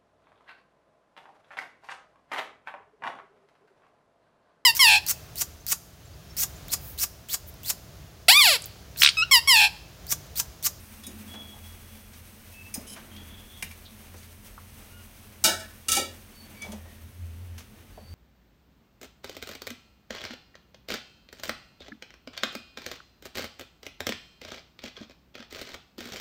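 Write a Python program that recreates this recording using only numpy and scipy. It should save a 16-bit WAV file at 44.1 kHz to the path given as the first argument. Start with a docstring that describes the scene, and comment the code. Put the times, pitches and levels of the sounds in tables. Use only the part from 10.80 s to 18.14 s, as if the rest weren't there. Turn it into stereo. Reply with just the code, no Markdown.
"""Oil sizzles lightly over a low kitchen drone. From 0.2 s the pan is nudged and a wire strainer scrapes,
squeaks and clinks in it, lifting fried balls onto a plate with soft knocks. At 4.6 s the strainer is
dropped on steel beside the stove: one clank, then a clatter at 5.1 s. From 5.75 s the oil settles under
a few last clinks and squeaks, and the drone swells. A phone close by hears it all through two ports,
each with its own treble colour."""
import sys
import numpy as np
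from scipy import signal
from scipy.fft import rfft, irfft, next_fast_len
from scipy.io import wavfile

SR = 44100
rng = np.random.default_rng(int(sys.argv[2]) if len(sys.argv) > 2 else 0)


def pcm_store(signal):
    """Save signal as 16-bit PCM."""
    levels = np.round(np.clip(np.atleast_2d(signal), -1, 1) * 32767)
    wavfile.write(sys.argv[1], SR, levels.astype(np.int16).T)


N = 323694
TIME_S = np.arange(N) / SR
EVENT_N = int(.7 * SR)
EVENT_S = np.arange(EVENT_N) / SR


def undb(db):
    """Decibels to gain."""
    return 10 ** (np.asarray(db) / 20)


def unit(x):
    """Scale to rms 1."""
    return x / np.sqrt(np.mean(x ** 2) + 1e-20)


def shape(x, gain):
    """Filter x by gain(Hz)."""
    size = next_fast_len(x.shape[-1])
    hz = np.maximum(np.arange(size // 2 + 1) * SR / size, 1)
    return irfft(rfft(x, size) * gain(hz), size)[..., :x.shape[-1]]


def colour(points):
    """Gain curve through (frequency [Hz], level [dB]) points."""
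    hz, db = np.transpose(points)
    return lambda f: undb(np.interp(np.log(f), np.log(hz), db))


def peak(hz, width_hz):
    """Gain curve of a resonance."""
    return lambda f: 1 / (1 + ((f - hz) / width_hz) ** 2)


def stereo(pair, apart_hz=700, bass_side=0.014):
    """Left and right from two signals: alike in the bass, unrelated in the treble."""
    side = shape(pair[1], lambda f: bass_side + f ** 2 / (f ** 2 + apart_hz ** 2))
    return np.array([pair[0] + side, pair[0] - side])


def noise(gain, size=EVENT_N):
    """Coloured stereo noise, rms 1."""
    return unit(shape(stereo(rng.standard_normal((2, size))), gain))


def walk(rate_hz, size=EVENT_N):
    """Smooth random drift, rms 1."""
    return unit(shape(rng.standard_normal(size), lambda f: 1 / (1 + (f / rate_hz) ** 4)))


def attack(rise_s):
    """Build-up of a contact."""
    return 1 - np.exp(-EVENT_S / max(rise_s, .0002))


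def fade(t60_s):
    """Exponential decay."""
    return np.exp(-np.log(1000) * EVENT_S / max(t60_s, .005))


def arch(time_s, length_s, fullness):
    """Smooth rise and fall; a lower exponent is squarer."""
    return np.maximum(np.sin(np.pi * np.clip(time_s / length_s, 0, 1)), 1e-12) ** fullness


def add(out, at_s, sound):
    """Mix a sound in at a time."""
    start = int(at_s * SR)
    out[:, start:start + sound.shape[1]] += sound[:, :N - start]


def modes(hz, spread_hz, t60_s, build_cycles=1.1, count=7):
    """Similar wires flank each mode with weaker partials; axes (mode, partial, time)."""
    offset = np.linspace(-1, 1, count)
    weight = 1 / (1 + 1.5 * np.abs(offset))
    partial_hz = hz[:, None] + spread_hz[:, None] * offset * rng.uniform(0.503, 2.45, (len(hz), count))
    phase = 2 * np.pi * partial_hz[..., None] * EVENT_S
    # energy takes some cycles to spread from the contact: low modes come late
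    envelope = np.array([fade(t) * attack(build_cycles / f) for f, t in zip(hz, t60_s)])
    envelope = envelope[:, None] * weight[:, None] / np.linalg.norm(weight)
    return np.concatenate([np.sin(phase) * envelope, np.cos(phase) * envelope], axis=1)


def ring(bank, mode_db, width=0.64):
    """Each blow shares its energy among the partials anew, per port."""
    mid = rng.choice([-1., 1.], bank.shape[:2])
    side = width * rng.standard_normal(bank.shape[:2])
    weights = np.array([mid + side, mid - side]) * undb(mode_db)[:, None] / np.sqrt(1 + width ** 2)
    return np.tensordot(weights, bank, 2)


def sizzle(bursts_per_s=2500, start_db=-50, sag_db_per_s=0.54, settle_at_s=5.75, settle_db_per_s=7):
    """Tiny steam bubbles burst over a flickering hiss, dying down as the oil settles."""
    # oil spectrum: (frequency [Hz], level [dB])
    oil = [(290, -76), (500, -2.5), (1810, -3.5), (2350, -1.5), (2830, -3.5), (3420, -5.5), (7240, -10.5),
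           (8250, -6.5), (14100, -7), (15800, -7)]
    bursts = (rng.random((2, N)) < bursts_per_s / SR) * rng.standard_normal((2, N))
    bursts *= undb(2 * np.minimum(rng.exponential(size=(2, N)), 6))  # a few stand out
    fizz = stereo(.5 * unit(bursts) + rng.standard_normal((2, N)))
    db = start_db - sag_db_per_s * TIME_S - settle_db_per_s * np.maximum(TIME_S - settle_at_s, 0)
    return unit(shape(fizz, colour(oil))) * undb(db + 1.5 * walk(15, N))


def kitchen(drone_hz=84.4, wander_hz=3.48, drone_db=-53, air_db=-52.5):
    """A wavering low drone that swells now and then, two faint hums and a rush of air."""
    # drone swells: (time [s], length [s], level [dB])
    swells = [(.28, 0.17, -48), (0.792, 0.18, -46.5), (2.248, 0.4, -49), (4.53, 0.4, -50.5),
              (5.18, 0.13, -48), (5.798, .35, -45.5), (6.314, .26, -39.5), (6.523, 0.31, -39.5),
              (7.272, 0.36, -33.5)]
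    # hums: (frequency [Hz], width [Hz], level [dB])
    hums = [(110, 31, -58), (214.9, 17.6, -58)]
    # air spectrum: (frequency [Hz], level [dB])
    air_colour = [(20, -5.5), (45, 15.5), (65, -0.5), (150, -12.5), (210, 1.5), (300, -3), (450, -3.5),
                  (800, -8.5), (1500, -10.5), (3000, -13), (6000, -24)]
    pitch_hz = drone_hz + wander_hz * walk(7.84, N)
    tone = unit(np.sin(2 * np.pi * np.cumsum(pitch_hz) / SR))
    base = undb(drone_db) * unit(undb(4 * walk(9.1, N)))
    surge = sum(undb(db) * arch(TIME_S - at_s, length_s, 0.77) for at_s, length_s, db in swells)
    surge *= undb(2 * walk(14, N))
    hum = sum(undb(db) * noise(peak(hz, width_hz), N) for hz, width_hz, db in hums)
    air = noise(colour(air_colour), N) * undb(air_db + 1.03 * walk(10, N))
    return tone * np.hypot(base, surge) + hum + air


def nudges(body_hz=211, width_hz=8.8):
    """The pushed pan hums in its body resonance and rubs on its stand."""
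    # pushes: (time [s], length [s], body [dB], rub [dB])
    pushes = [(0.158, 0.65, -50, -53), (1.988, 0.7, -51, -52), (5.61, 0.27, -53, -52.5)]
    # rub spectrum: (frequency [Hz], level [dB])
    rub_colour = [(100, -25), (250, 10), (450, -2), (800, -3.5), (1500, -6), (3000, -7.5), (6000, -28)]
    body = noise(peak(body_hz, width_hz), N)
    rub = noise(colour(rub_colour), N)
    return sum(arch(TIME_S - at_s, length_s, 0.54) * (undb(body_db) * body + undb(rub_db) * rub)
               for at_s, length_s, body_db, rub_db in pushes)


def scrapes(slip_db=1.2, hiss=0.08, edge=0.11):
    """Wire dragged over the pan rasps in uneven slips."""
    # strokes: (time [s], length [s], level [dB], resonance tilt [dB/oct])
    strokes = [(0.231, 0.045, -52, -9), (2.065, 0.079, -43.5, -12)]
    # dragged-wire resonances: (frequency [Hz], width [Hz], level [dB])
    resonances = [(3060, 97, -7.5), (3920, 59, -8.5), (5210, 170, -2.5), (6560, 340, -7), (8150, 110, 4),
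                  (10600, 540, 10)]
    out = np.zeros((2, N))
    for at_s, length_s, db, tilt in strokes:
        rasp = noise(lambda f: hiss * f / (f + 3000) + sum(
            undb(peak_db + tilt * np.log2(hz / 5000)) * peak(hz, width_hz)(f)
            for hz, width_hz, peak_db in resonances))
        pressure = np.clip(np.minimum(EVENT_S, length_s * (1 + edge) - EVENT_S) / (edge * length_s), 0, 1)
        add(out, at_s, undb(db) * pressure * unit(rasp * undb(slip_db * walk(100))))
    return out


def squeaks(waver_db=2.1, jitter_rate_hz=220):
    """Wire sticks and slips in step with one mode; pressure glides the pitch, jitter roughens it."""
    # squeaks: (time [s], length [s], pitch [Hz], glide [Hz/s], roughness [Hz], level [dB], octave [dB])
    slips = [(0.229, 0.041, 3430, 0, 20, -48.5, -30), (0.229, .07, 3800, 0, 51, -52, -30),
             (0.476, 0.2, 3353, 0, 21, -44.5, -35), (0.663, 0.096, 3340, 0, 24, -51, -35),
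             (.81, .14, 3353, 0, 22, -56.5, -35), (.93, 0.4, 3376, -7, 35, -65, -30),
             (1.719, 0.2, 2632, 200, 13, -48.5, -37), (2.3, 0.16, 3276, 1800, 68, -52.5, -30),
             (2.468, .2, 3380, -3, 106, -53, -30), (2.67, 0.19, 3390, 400, 130, -54, -30),
             (4.098, 0.14, 1428, 0, 8.2, -55, 0), (5.53, 0.15, 4480, -7, 39, -57, -44),
             (5.736, 0.11, 2280, 0, 17, -52.5, -5.5), (5.815, 0.038, 2280, 0, 10, -41, -26),
             (5.81, 0.049, 3410, 0, 14, -48, -23), (5.93, 0.29, 1867, -3, 82, -61, -15),
             (7.119, 0.45, 4620, 695, 83, -61.5, -30)]
    out = np.zeros((2, N))
    for at_s, length_s, hz, glide, rough_hz, db, octave_db in slips:
        pitch_hz = hz + glide * (EVENT_S - length_s / 2) + rough_hz * walk(jitter_rate_hz)
        phase = 2 * np.pi * np.cumsum(pitch_hz) / SR + np.array([[0], [.8]])
        tone = (np.sin(phase) + undb(octave_db) * np.sin(2 * phase)) * undb(waver_db * walk(55))
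        add(out, at_s, undb(db) * arch(EVENT_S, length_s, 0.63) * unit(tone))
    return out


def clinks(low_hz=1800, favoured_oct=0.24, contact_s=0.0017):
    """Wire taps the pan: a crack, and a short ring in the modes the contact point favours."""
    # wire rim on the pan: (frequency [Hz], spread [Hz], level [dB], free t60 [s])
    pan_modes = [(1840, 178, -10, 0.24), (2355, 226, 2.5, 0.076), (3320, 110, -26, 0.04),
                 (5070, 113, -10, 0.2), (6070, 110, -7, 0.1), (6780, 160, -8.5, 0.19),
                 (8860, 400, 3.5, 0.097), (10940, 290, 9.5, 0.054)]
    # taps: (time [s], ring [dB], favoured [Hz], share of free t60 [0-1], crack [dB],
    #        crack tilt re pink [dB/oct], crack t60 [s])
    taps = [(0.235, -45, 3550, 0.5, -37.5, -1, 0.051), (.266, -35, 7000, 0.67, -34, 6.5, 0.065),
            (0.538, -55, 3000, .6, -40, -6.5, 0.11), (1.9399, -26.5, 5400, 0.7, -27, 6.5, 0.12),
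            (2.8241, -23, 2400, 0.43, -20.5, -2, 0.026), (2.826, -38, 11100, 0.64, -38.5, -11, 0.072),
            (2.8375, -48, 10000, .4, -34, 8, 0.094), (2.911, -35, 2600, 0.3, -37.5, -2, 0.035),
            (5.8192, -34.5, 6160, 0.38, -43.5, -3.5, 0.4), (5.918, -43, 6460, 0.57, -39.5, -2.5, 0.12),
            (6.779, -49, 3000, 0.56, -39.5, -2.5, 0.14), (6.803, -53, 3000, .5, -44, -6, .08)]
    out = np.zeros((2, N))
    hz, spread_hz, mode_db, t60_s = np.transpose(pan_modes)
    for at_s, ring_db, favoured_hz, share, crack_db, tilt, crack_t60_s in taps:
        crack = noise(lambda f: f ** 2 / (f ** 2 + low_hz ** 2) * undb((tilt - 3) * np.log2(f / low_hz)))
        loss_db = 10 * np.log10(1 + (np.log2(hz / favoured_hz) / favoured_oct) ** 2)
        rim = ring(modes(hz, spread_hz, share * t60_s), ring_db + mode_db - loss_db)
        add(out, at_s, (rim + undb(crack_db) * crack * fade(crack_t60_s)) * attack(contact_s))
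    return out


def knocks_squeak_and_ring():
    """Bands of decaying noise: mostly soft knocks, plus one squeak and one ring."""
    # noise bands: (time [s], level [dB], centre [Hz], spread [oct], rise [s], t60 [s])
    # 2.36 s: a brief thin squeak near 3.4 kHz; 5.165 s: a short 800 Hz ring, strainer knocking on steel
    bands = [(0.271, -41.5, 250, 1, 0.0055, 0.27), (0.539, -47.5, 586, 1.1, 0.0031, 0.61),
             (.725, -48.5, 776, 0.66, .01, 0.38), (1.3322, -43.5, 2480, 1.2, 0.0027, 0.095),
             (1.954, -45, 480, 0.88, 0.0034, 0.53), (1.978, -24.5, 239, 0.12, 0.0023, 0.11),
             (2.159, -36, 1070, 1.36, 0.0056, 0.15), (2.3623, -41, 3380, 0.5, .002, 0.079),
             (2.83, -39, 168, 0.16, .003, 0.13), (3.05, -38, 3730, 0.28, 0.0043, 0.096),
             (3.3389, -42, 296, 1.9, 0.0024, 0.11), (3.36, -46, 4000, 1.8, .01, 0.26),
             (3.4283, -45, 2490, 1, .002, 0.084), (3.778, -35, 1070, 0.35, 0.0011, 0.056),
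             (5.165, -19.5, 800, 0.062, 0.0036, 0.11), (5.832, -42, 583, 0.76, 0.017, 0.64),
             (5.88, -34, 212, 0.092, 0.0066, 0.39), (5.925, -40.5, 510, 0.84, .004, .17),
             (6.05, -44.5, 350, 1.4, 0.0071, 0.14), (7.1755, -41.5, 580, 0.53, 0.00095, 0.16)]
    out = np.zeros((2, N))
    for at_s, db, hz, spread_oct, rise_s, t60_s in bands:
        band = noise(lambda f: 1 / (1 + (np.log2(f / hz) / spread_oct) ** 2 / 2) ** 2)
        add(out, at_s, undb(db) * band * fade(t60_s) * attack(rise_s))
    return out


def strainer_drop(jangle_t60_s=0.26, crack_t60_s=0.07, crack=0.62, thud_t60_s=0.32, rim_t60_s=0.83):
    """Each blow rings the hoop and jangles the wires; the steel top answers a little later."""
    # hoop on steel: (frequency [Hz], spread [Hz], struck flat [dB], struck on rim [dB], t60 [s])
    hoop_modes = [(645, 4.7, -29, -91, 0.49), (877, 15, -29, -51, 0.32), (1321, 20.5, -28, -26.5, 0.32),
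                  (1408, 35, -30.5, -45, 0.18), (1508, 70, -29.5, -64, 0.44),
                  (1723, 13.2, -33.5, -45, 0.53), (1865, 20.7, -34, -40.5, 0.5), (2287, 24, -27, -34, 0.29),
                  (2405, 32, -31.5, -34.5, 0.24), (2843, 40, -20, -23.5, 0.14), (3027, 16, -29, -37, 0.19),
                  (3430, 21, -32, -32, 0.26), (3750, 29, -23, -30, 0.21), (3990, 110, -29, -41, 0.29),
                  (4500, 30, -25, -40, 0.12), (4680, 49, -26.5, -29, 0.21), (5170, 52, -25, -41, 0.28),
                  (5480, 79, -28, -47, 0.21), (6070, 58, -79, -36, 0.27), (6630, 35.7, -30.5, -40, 0.27),
                  (7340, 93, -30, -28, 0.18), (8180, 16, -34, -44, 0.29), (9380, 69, -33, -21, 0.051),
                  (11300, 54, -31, -33, 0.071)]
    # blows: (time [s], ring [dB], jangle [dB], thud [dB], on rim [0-1], contact [s])
    blows = [(4.6394, 1, -12, -28, 0, .001), (4.668, -11, -32, -27, .1, .004),
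             (4.793, -19, -42, -50, .5, .003), (5.0832, -2, -18.5, -40, 1, .0015),
             (5.1155, 1, -15.5, -40, 1, .002), (5.149, -7, -21, -46, .9, .001),
             (5.165, 0, -22, -24, .9, .002), (5.19, -6, -30, -36, .8, .004)]
    # wire spectrum: (frequency [Hz], level [dB])
    jangle = [(1000, -23), (1500, -23), (2050, -19), (3000, -12), (4300, -10), (4800, -7), (7000, -3.5),
              (9000, -1), (11000, -6), (15500, -6.5)]
    # steel top: (frequency [Hz], width [Hz], struck flat [dB], struck on rim [dB])
    top_modes = [(206, 9.3, 3.5, -3), (253.7, 7.1, -2, 14.5), (350, 30.3, -1.5, -0.5), (422, 3.5, -2, 6.5),
                 (540, 22, -7, 4.5), (611, 19, -5.5, -6), (710, 37, -0.5, -15), (791, 6.7, -26.5, 5),
                 (914, 74, -7.5, -13)]
    out = np.zeros((2, N))
    hz, spread_hz, flat_db, rim_db, t60_s = np.transpose(hoop_modes)
    bank = modes(hz, spread_hz, t60_s, build_cycles=17)
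    for at_s, ring_db, jangle_db, thud_db, rim, contact_s in blows:
        # the contact point sets mode balance and wire brightness
        blend = lambda flat, on_rim: (1 - rim) * flat + rim * on_rim
        hoop = ring(bank, ring_db + blend(flat_db, rim_db))
        wires = noise(lambda f: colour(jangle)(f) * undb(blend(-5, -6.5) * np.log2(1 + f / 4000)))
        # loose wires crack, then chatter
        chatter = undb(walk(260) * attack(0.024))
        wires *= (fade(jangle_t60_s) * chatter + crack * fade(crack_t60_s)) / (1 + crack)
        top = noise(lambda f: sum(undb(blend(flat, on_rim)) * peak(top_hz, width_hz)(f)
                                  for top_hz, width_hz, flat, on_rim in top_modes))
        thud = undb(thud_db) * top * fade(thud_t60_s) * attack(0.011)
        damping = fade(rim_t60_s) ** rim  # resting on its rim damps the strainer
        add(out, at_s, (hoop + undb(jangle_db) * wires) * attack(contact_s) * damping + thud)
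    return out


def room(x, t60_s=0.34, wet_db=-11):
    """Hard kitchen walls return a short tail, strongest near 3 kHz."""
    tail = shape(rng.standard_normal((2, EVENT_N)), colour([(200, -9), (3000, 12), (15000, -1)]))
    tail = tail * fade(t60_s) * attack(0.0013)
    tail /= np.sqrt(np.sum(tail ** 2, axis=1, keepdims=True))
    return x + undb(wet_db) * signal.fftconvolve(x, tail, axes=1)[:, :N]


def from_right(x, lag_s=0.00034):
    """Sound from the right reaches the left port later."""
    return np.array([np.interp(TIME_S - lag_s, TIME_S, x[0]), x[1]])


def scene():
    """Utensils in the room, over oil and kitchen."""
    utensils = strainer_drop() + clinks() + knocks_squeak_and_ring() + scrapes() + squeaks()
    return room(utensils) + sizzle() + from_right(kitchen() + nudges())


def record(dry, cutoff_hz=15900):
    """Each port colours the treble in its own way; a steep low-pass follows."""
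    # port responses: (frequency [Hz], left [dB], right [dB])
    ports = [(2740, -0.5, -0.5), (4800, 1.5, -2), (6330, 6.5, 1), (6830, 5.5, -24), (7440, -2, 1),
             (7910, -20, 5), (8550, -7.5, 4.5), (10200, 0, 2.5), (12300, 0.5, 2), (14500, 8, -11.5),
             (15100, 4, -16)]
    hz, *port_db = np.transpose(ports)
    heard = np.array([shape(x, colour(np.column_stack([hz, db]))) for x, db in zip(dry, port_db)])
    return signal.sosfilt(signal.ellip(10, .2, 70, cutoff_hz, fs=SR, output="sos"), heard)


dry = scene()
out = record(dry)
pcm_store(out)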